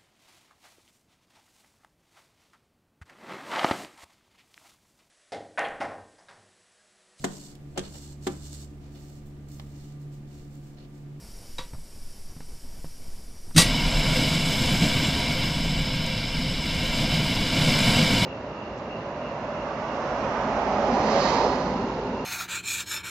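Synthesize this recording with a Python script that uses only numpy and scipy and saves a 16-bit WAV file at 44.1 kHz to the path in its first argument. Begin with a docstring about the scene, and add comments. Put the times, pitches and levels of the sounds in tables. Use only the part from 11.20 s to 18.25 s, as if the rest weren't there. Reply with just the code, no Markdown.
"""Lighting a petrol stove

A stove in an open tin case idles in a small room with a small yellow flame and a thin hiss from its jet.
A hand fits the metal key on the valve and opens it: vapour ignites with a whump that excites the air
modes of the case, and spurting fuel sets the sheet metal ringing. Turbulent combustion then makes the
burner roar, easing off and swelling again with the flow as the key is turned."""
import sys
import numpy as np
from scipy import signal
from scipy.fft import rfft, irfft, next_fast_len
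from scipy.io import wavfile

SR = 44100
rng = np.random.default_rng(int(sys.argv[2]) if len(sys.argv) > 2 else 0)


def digitize_waveform(pressure):
    """Quantize a signal to 16-bit integers and store it at the path in sys.argv[1].

    Rows of a 2-D input are taken as channels; values are limited to [-1, 1].
    """
    field = np.atleast_2d(pressure).T
    bounded = np.clip(field, -1, 1)
    quanta = np.round(bounded * 32767).astype(np.int16)
    wavfile.write(sys.argv[1], SR, quanta)


N = 310905
TIME = np.arange(N) / SR
OPEN_S, OPEN_RISE_S = 2.37, 0.027  # the valve opens

# modes of the air in the open case: (frequency [Hz], relative level [dB], t60 [s])
CASE_AIR_MODES = [(163, 5, .13), (253, 0, 0.14), (308, 2.5, 0.052)]
# modes of the sheet metal of burner and case: (frequency [Hz], relative level [dB], t60 [s])
METAL_MODES = [(517,-14,.25), (955,-7,.2), (1152,-8,.14), (1530,-13,.16), (1940,-5,.28), (2700,-7,.25),
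               (3495,-3,.3), (3885,2,.12), (3931,1,.25), (4404,-3,.3), (4555,0,.25), (4775,1,.22),
               (5596,-4,.25), (6005,-4,.22), (8210,-5,.15), (8410,0,.14), (9570,-6,.15), (10077,-7,.22),
               (10897,-11,.22), (11700,-12,.15)]


def undb(db):
    """Amplitude ratio of a level in decibels."""
    return 10 ** (np.asarray(db) / 20)


def unit(x):
    """Normalisation to rms 1."""
    return x / np.sqrt(np.mean(x ** 2))


def wander(rate):
    """Low-passed noise of rms 1: a random fluctuation, changing about rate times a second."""
    lowpass = signal.butter(2, rate / 2, fs=SR, output="sos")
    return unit(signal.sosfilt(lowpass, rng.standard_normal(N + SR))[SR:])


def band(x, lo_hz, hi_hz, order=4):
    """Band-pass filtering."""
    return signal.sosfilt(signal.butter(order, [lo_hz, hi_hz], "band", fs=SR, output="sos"), x)


def noise_band(lo_hz, hi_hz, order):
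    """Band-limited noise of rms 1."""
    return unit(band(rng.standard_normal(N), lo_hz, hi_hz, order))


def coloured_noise(slope, bells):
    """Source and filter: white noise shaped by a spectral slope with bell-shaped peaks and notches."""
    size = 2 * next_fast_len(N // 2 + SR // 2)
    freqs = np.arange(size // 2 + 1) * SR / size
    slope_hz, slope_db = np.transpose(slope)
    db = np.interp(np.log(freqs + 1), np.log(slope_hz), slope_db)
    for centre, width, gain in bells:
        db = db + gain * np.exp(-2 * ((freqs - centre) / width) ** 2)
    # folding the cepstrum gives a causal, minimum-phase filter
    cepstrum = irfft(np.log(undb(db)))
    cepstrum[1:size // 2] *= 2
    cepstrum[size // 2 + 1:] = 0
    return irfft(rfft(rng.standard_normal(N), size) * np.exp(rfft(cepstrum)))[:N]


def fade(t60):
    """Half a second of exponential decay."""
    return undb(-60 * TIME[:SR // 2] / t60)


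def burst(start_s, length_s, attack_s, t60):
    """Envelope that rises linearly, holds until its length is up and decays exponentially."""
    age = TIME - start_s
    return np.clip(age / attack_s, 0, 1) * undb(-60 * np.maximum(age - length_s, 0) / t60)


def ring(modes):
    """Free vibration after a blow: a sum of damped sinusoids."""
    return sum(undb(db) * fade(t60) * np.sin(2 * np.pi * hz * TIME[:SR // 2]) for hz, db, t60 in modes)


def crack(lo_hz, hi_hz, t60, tail_db, tail_t60):
    """Two-stage decay: a noisy snap and its tail of room reflections, peak 1."""
    envelope = fade(t60) + undb(tail_db) * fade(tail_t60)
    snap = band(rng.standard_normal(SR // 2) * envelope, lo_hz, hi_hz, order=2)
    return snap / np.abs(snap).max()


def add(out, start_s, sound):
    """Superposition of a sound on out, from start_s on."""
    i = int(start_s * SR)
    out[i:i + len(sound)] += sound[:N - i]


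def room(x, wet_db=-11.0, t60=0.19):
    """Reverberation: dense reflections from table and walls ripple the upper spectrum."""
    tail = rng.standard_normal(SR // 2) * fade(t60) * (TIME[:SR // 2] > .005)
    tail = band(tail / np.linalg.norm(tail), 1500, 17000, order=2)
    return x + undb(wet_db) * signal.fftconvolve(x, tail)[:N]


def draught(idle_db=-48.5, open_db=-38.5):
    """Infrasound of slowly moving air, under a rumble that grows with the flame and each waft."""
    # low gusts of air, as the hand comes in, then from the flame: (start [s], duration [s], level [dB])
    wafts = [(.03, .15, -44), (2.36, .6, -28.5), (4.4, .45, -35)]
    steady = undb(np.where(TIME < OPEN_S, idle_db, open_db))
    wafting = sum(undb(db) * burst(s, length, attack_s=.05, t60=.6) for s, length, db in wafts)
    rumble = noise_band(27.5, 37.5, order=3) * np.hypot(steady, wafting)
    return rumble + undb(-36.5) * noise_band(6.46, 13.24, order=4)


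def whistles(tones, pitch_ratio):
    """Breathy jet tones: quadrature modulation spreads each wavering pitch into a narrow noise band."""
    out = 0
    for hz, width, db in tones:
        phase = 2 * np.pi * np.cumsum(hz * pitch_ratio * (1 + .006 * wander(9))) / SR
        swell = undb(db + 2.2 * wander(8))
        out = out + swell * (wander(width) * np.cos(phase) + wander(width) * np.sin(phase))
    return out


def idle(level_db=-53, creep_per_s=.009):
    """Flow noise: vapour hisses and whistles through the nearly shut jet while the lazy flame flutters."""
    # spectral envelope of jet and flame: (frequency [Hz], relative level [dB])
    slope = [(20, -21), (30, 6), (80, -11.5), (250, -17.5), (330, -21.5), (700, -28), (1300, -38),
             (2000, -39.5), (4300, -39), (4650, -31), (5700, -31.5), (6300, -38.5), (11000, -37.5),
             (14000, -42.5)]
    # their resonances: (frequency [Hz], width [Hz], gain [dB])
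    resonances = [(930,33,5), (2270,110,5.5), (3053,116,4), (4394,84,2), (4800,90,2), (5290,72,7),
                  (7050,186,6), (9625,120,9)]
    # whistles of the jet, which creep sharp: (frequency [Hz], width [Hz], level [dB])
    jet_tones = [(5700, 160, -65.5), (8120, 220, -65.5), (10900, 500, -66.5)]
    noise = coloured_noise(slope, resonances)
    noise = noise * undb(level_db) / np.std(band(noise, 300, 14000))
    flame = band(noise, 50, 1460) * undb(-2.0 + 2.0 * wander(16))
    jet = band(noise, 1460, 17000) * undb(1.0 + 0.74 * wander(4.1))
    return flame + jet + whistles(jet_tones, 1 + creep_per_s * (TIME - OPEN_S / 2))


def finger_brush(centre_s=0.22, half_length_s=0.097, level_db=-56):
    """Friction noise: fingers brush the key as they take hold."""
    swell = np.exp(-((TIME - centre_s) / half_length_s) ** 2)
    return noise_band(240, 640, order=2) * undb(level_db + 1.5 * wander(90)) * swell


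def key_knocks(contact_hz=1300):
    """Impact excitation: the key clicks and rings, and its soft contact stirs the stove's lower modes."""
    # modes of the key: (frequency [Hz], relative level [dB], t60 [s])
    key_modes = [(545, -15, .16), (990, -10, .16), (2370, -15, .12), (3800, -3, .095), (3830, -6, .13),
                 (5066, -7, 0.072)]
    # knocks on the spindle: (time [s], key gain [dB], stove gain [dB], click peak [dB])
    knocks = [(0.3833, -33, -44, -27), (0.3854, -38, -43, -31), (0.3913, -52, -30, -29),
              (1.2056, -62, -56, -42), (1.643, -75, -51, -59)]
    out = np.zeros(N)
    body = band(ring(METAL_MODES), 200, contact_hz, order=2)
    for s, key_db, stove_db, click_db in knocks:
        click = crack(400, 5000, t60=0.013, tail_db=-6.5, tail_t60=0.23)
        add(out, s, undb(key_db) * ring(key_modes) + undb(stove_db) * body + undb(click_db) * click)
    return out


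def case_thumps():
    """Cavity resonance: as the key is worked, each pressure pulse booms in the open case and crackles."""
    # pressure pulses: (time [s], peak level [dB], duration [s], crackle relative to the peak [dB])
    pulses = [(.392, -34, 0.0035, -10), (0.5333, -27, 0.0044, -12), (.546, -28.5, 0.011, -14),
              (0.583, -34, .004, -27), (1.165, -29.5, 0.0034, -17), (1.2044, -31.5, 0.003, -8),
              (1.6445, -25, 0.0014, -15.5), (1.65, -36, 0.0018, -9), (1.879, -34.5, 0.0067, -27),
              (2.309, -43, 0.0033, 3.5)]
    out = np.zeros(N)
    case_response = 0.0052 * ring(CASE_AIR_MODES)
    case_response[0] += 1  # direct sound
    for s, db, length, crackle_db in pulses:
        push = signal.fftconvolve(np.hanning(max(int(length * SR), 8)), case_response)
        add(out, s, undb(db) * push / np.abs(push).max())
        add(out, s, undb(db + crackle_db) * crack(320, 1400, t60=0.036, tail_db=-14, tail_t60=.15))
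    return out


def droplet_ticks():
    """Impulsive sources: droplets burst in the hot burner with tiny bright snaps."""
    # bursting droplets: (time [s], peak level [dB])
    droplets = [(3.459, -24), (3.952, -32), (4.8638, -26), (6.59, -24)]
    out = np.zeros(N)
    for s, db in droplets:
        add(out, s, undb(db) * crack(6200, 8800, t60=0.01, tail_db=-24, tail_t60=.08))
    return out


def fuel_spit(driven_db=-2.5, clang_s=2.38, clang_db=-20.5):
    """Forced and free vibration: ragged spurts of fuel shake the metal; the sharpest jolt sets it ringing."""
    # spurts of liquid fuel through the jet: (start [s], duration [s], level [dB])
    spurts = [(2.345, .015, -43), (2.3615, .062, -21), (2.3765, .006, -13)]
    # their spectral envelope: (frequency [Hz], relative level [dB])
    slope = [(90, 7), (200, 13.5), (500, -0.5), (1000, -2), (2500, 3), (4200, 4), (6500, 2), (9000, 3),
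             (12000, -13), (14000, -8)]
    gusts = sum(undb(db) * burst(s, length, attack_s=.002, t60=.075) for s, length, db in spurts)
    gusts *= undb(1.2 * wander(400))
    out = unit(coloured_noise(slope, [])) * gusts
    metal_response = ring(METAL_MODES) * fade(.25)
    metal_response /= np.linalg.norm(metal_response)
    out += undb(driven_db) * signal.fftconvolve(rng.standard_normal(N) * gusts, metal_response)[:N]
    for mode in METAL_MODES:
        # the modes start at slightly random times, softening the clang's first peak
        add(out, clang_s + rng.uniform(0, .005), undb(clang_db) * ring([mode]))
    return out


def ignition_whump(start_s=2.344, rise_s=.03, boom_db=-6.5, shove_db=-21.5):
    """Deflagration: fire spreads through the vapour and shoves the air; the case booms, then rings down."""
    age = TIME[:SR // 2]
    spread = np.minimum(age / rise_s, 1) ** 1.5
    swell = lambda t60: spread * undb(-60 * np.maximum(age - rise_s, 0) / t60)
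    boom = sum(undb(db) * swell(t60) * np.sin(2 * np.pi * (hz * age + rng.random()))
               for hz, db, t60 in CASE_AIR_MODES)
    boom = band(boom, 40, 215, order=2)  # a soft push favours the lowest modes
    shove = unit(band(rng.standard_normal(SR // 2), 70, 160, order=2)) * swell(t60=.26)
    out = np.zeros(N)
    add(out, start_s, undb(boom_db) * boom / np.abs(boom).max() + undb(shove_db) * shove)
    return out


def roar(mid_flow_db=-28, flatten_per_db=.0028):
    """Turbulent combustion noise, filtered by burner and case; the same eddies modulate flame and jet."""
    # spectral envelope of the burner: (frequency [Hz], relative level [dB])
    slope = [(20,7), (33,13), (50,1.5), (150,-2.5), (260,-5.5), (350,-19.5), (1000,-19.5), (1900,-18),
             (3000,-20.5), (5000,-20), (5700,-30.5), (8000,-29), (11000,-38.5), (14000,-38.5)]
    # peaks and notches of burner, case and table: (frequency [Hz], width [Hz], gain [dB])
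    resonances = [(70.5,6.2,7.5), (93,28,-1), (156,11.4,7), (381,22,-4.5), (518.4,23,9), (660,140,5),
                  (790,26,-13.5), (958,25,7.5), (1233,167,-7), (1607,74,5.5), (2227,230,7.5), (2398,29,1.5),
                  (2571,150,-8), (2720,46,6.5), (3083,320,8), (3212,153,-9.5), (3435,110,4.5),
                  (3938,75,6.5), (4300,310,-4.5), (4704,29,-17), (5720,150,-1)]
    # whistles of the jet, flatter as the flow grows: (frequency [Hz], width [Hz], relative level [dB])
    jet_tones = [(7450, 150, -6), (7890, 130, -9), (9900, 400, -13.5), (13700, 400, -14.5)]
    # vapour flow as the key is turned, expressed as burner loudness: (time [s], level [dB])
    flow = [(2.5, -27.3), (2.65, -27.6), (2.95, -25.6), (3.2, -27.3), (3.7, -26.5), (4.1, -27.8),
            (4.4, -30.5), (4.9, -31.5), (5.4, -31.7), (5.8, -27.5), (6.2, -28.3), (6.6, -22.9),
            (7.04, -24.3)]
    flow_db = np.interp(TIME, *np.transpose(flow)) - mid_flow_db
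    eddies, surges = wander(140), wander(22)
    noise = coloured_noise(slope, resonances)
    # each band has a level at middling flow and its own growth per dB of flow
    throb = unit(band(noise, 106.7, 347)) * undb(-27.8 + .97 * flow_db + 2.0 * surges)
    flame = unit(band(noise, 361, 1510)) * undb(-34.4 + 1.17 * flow_db + .67 * eddies + .32 * surges)
    hiss = unit(band(noise, 2090, 5970, order=8)) * undb(-29.1 + flow_db + .48 * eddies + .5 * surges)
    spray = unit(band(noise, 5500, 14300, order=8))
    sizzle = unit(spray + whistles(jet_tones, 1 - flatten_per_db * flow_db))
    wet_jet_db = 2.6 * np.exp(-((TIME - 3.4) / .6) ** 2)  # more sizzle soon after lighting
    flicker_db = .83 * wander(200) + .64 * surges + .45 * wander(8)
    sizzle *= undb(-43.3 + 1.35 * flow_db + wet_jet_db + flicker_db)
    rumble = unit(band(noise, 44.4, 88.4)) * undb(-38.5 + .06 * flow_db)
    nozzle_resonance = noise_band(5080, 5310, order=3) * undb(-39 + .44 * flow_db)
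    jet_rush = noise_band(4200, 6280, order=3) * undb(-52.5 + 1.9 * flow_db)
    return throb + flame + hiss + sizzle + rumble + nozzle_resonance + jet_rush


def scene():
    """Superposition of the sources; opening the valve crossfades from the idling flame to the roar."""
    opened = np.clip((TIME - OPEN_S) / OPEN_RISE_S, 0, 1)
    burner = (1 - opened) * idle() + opened * roar()
    stove = burner + ignition_whump() + fuel_spit()
    stove = stove + case_thumps() + key_knocks() + finger_brush() + droplet_ticks()
    sound = undb(-0.5) * room(stove) + draught()
    return np.array([sound, sound])


def record(dry, ceiling=.78, cutoff_hz=14200):
    """Soft saturation rounds the highest peaks, and a steep low-pass cuts the top."""
    rounded = dry / (1 + (dry / ceiling) ** 6) ** (1 / 6)
    return signal.sosfilt(signal.ellip(12, .1, 80, cutoff_hz, fs=SR, output="sos"), rounded)


dry = scene()
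out = record(dry)
digitize_waveform(out)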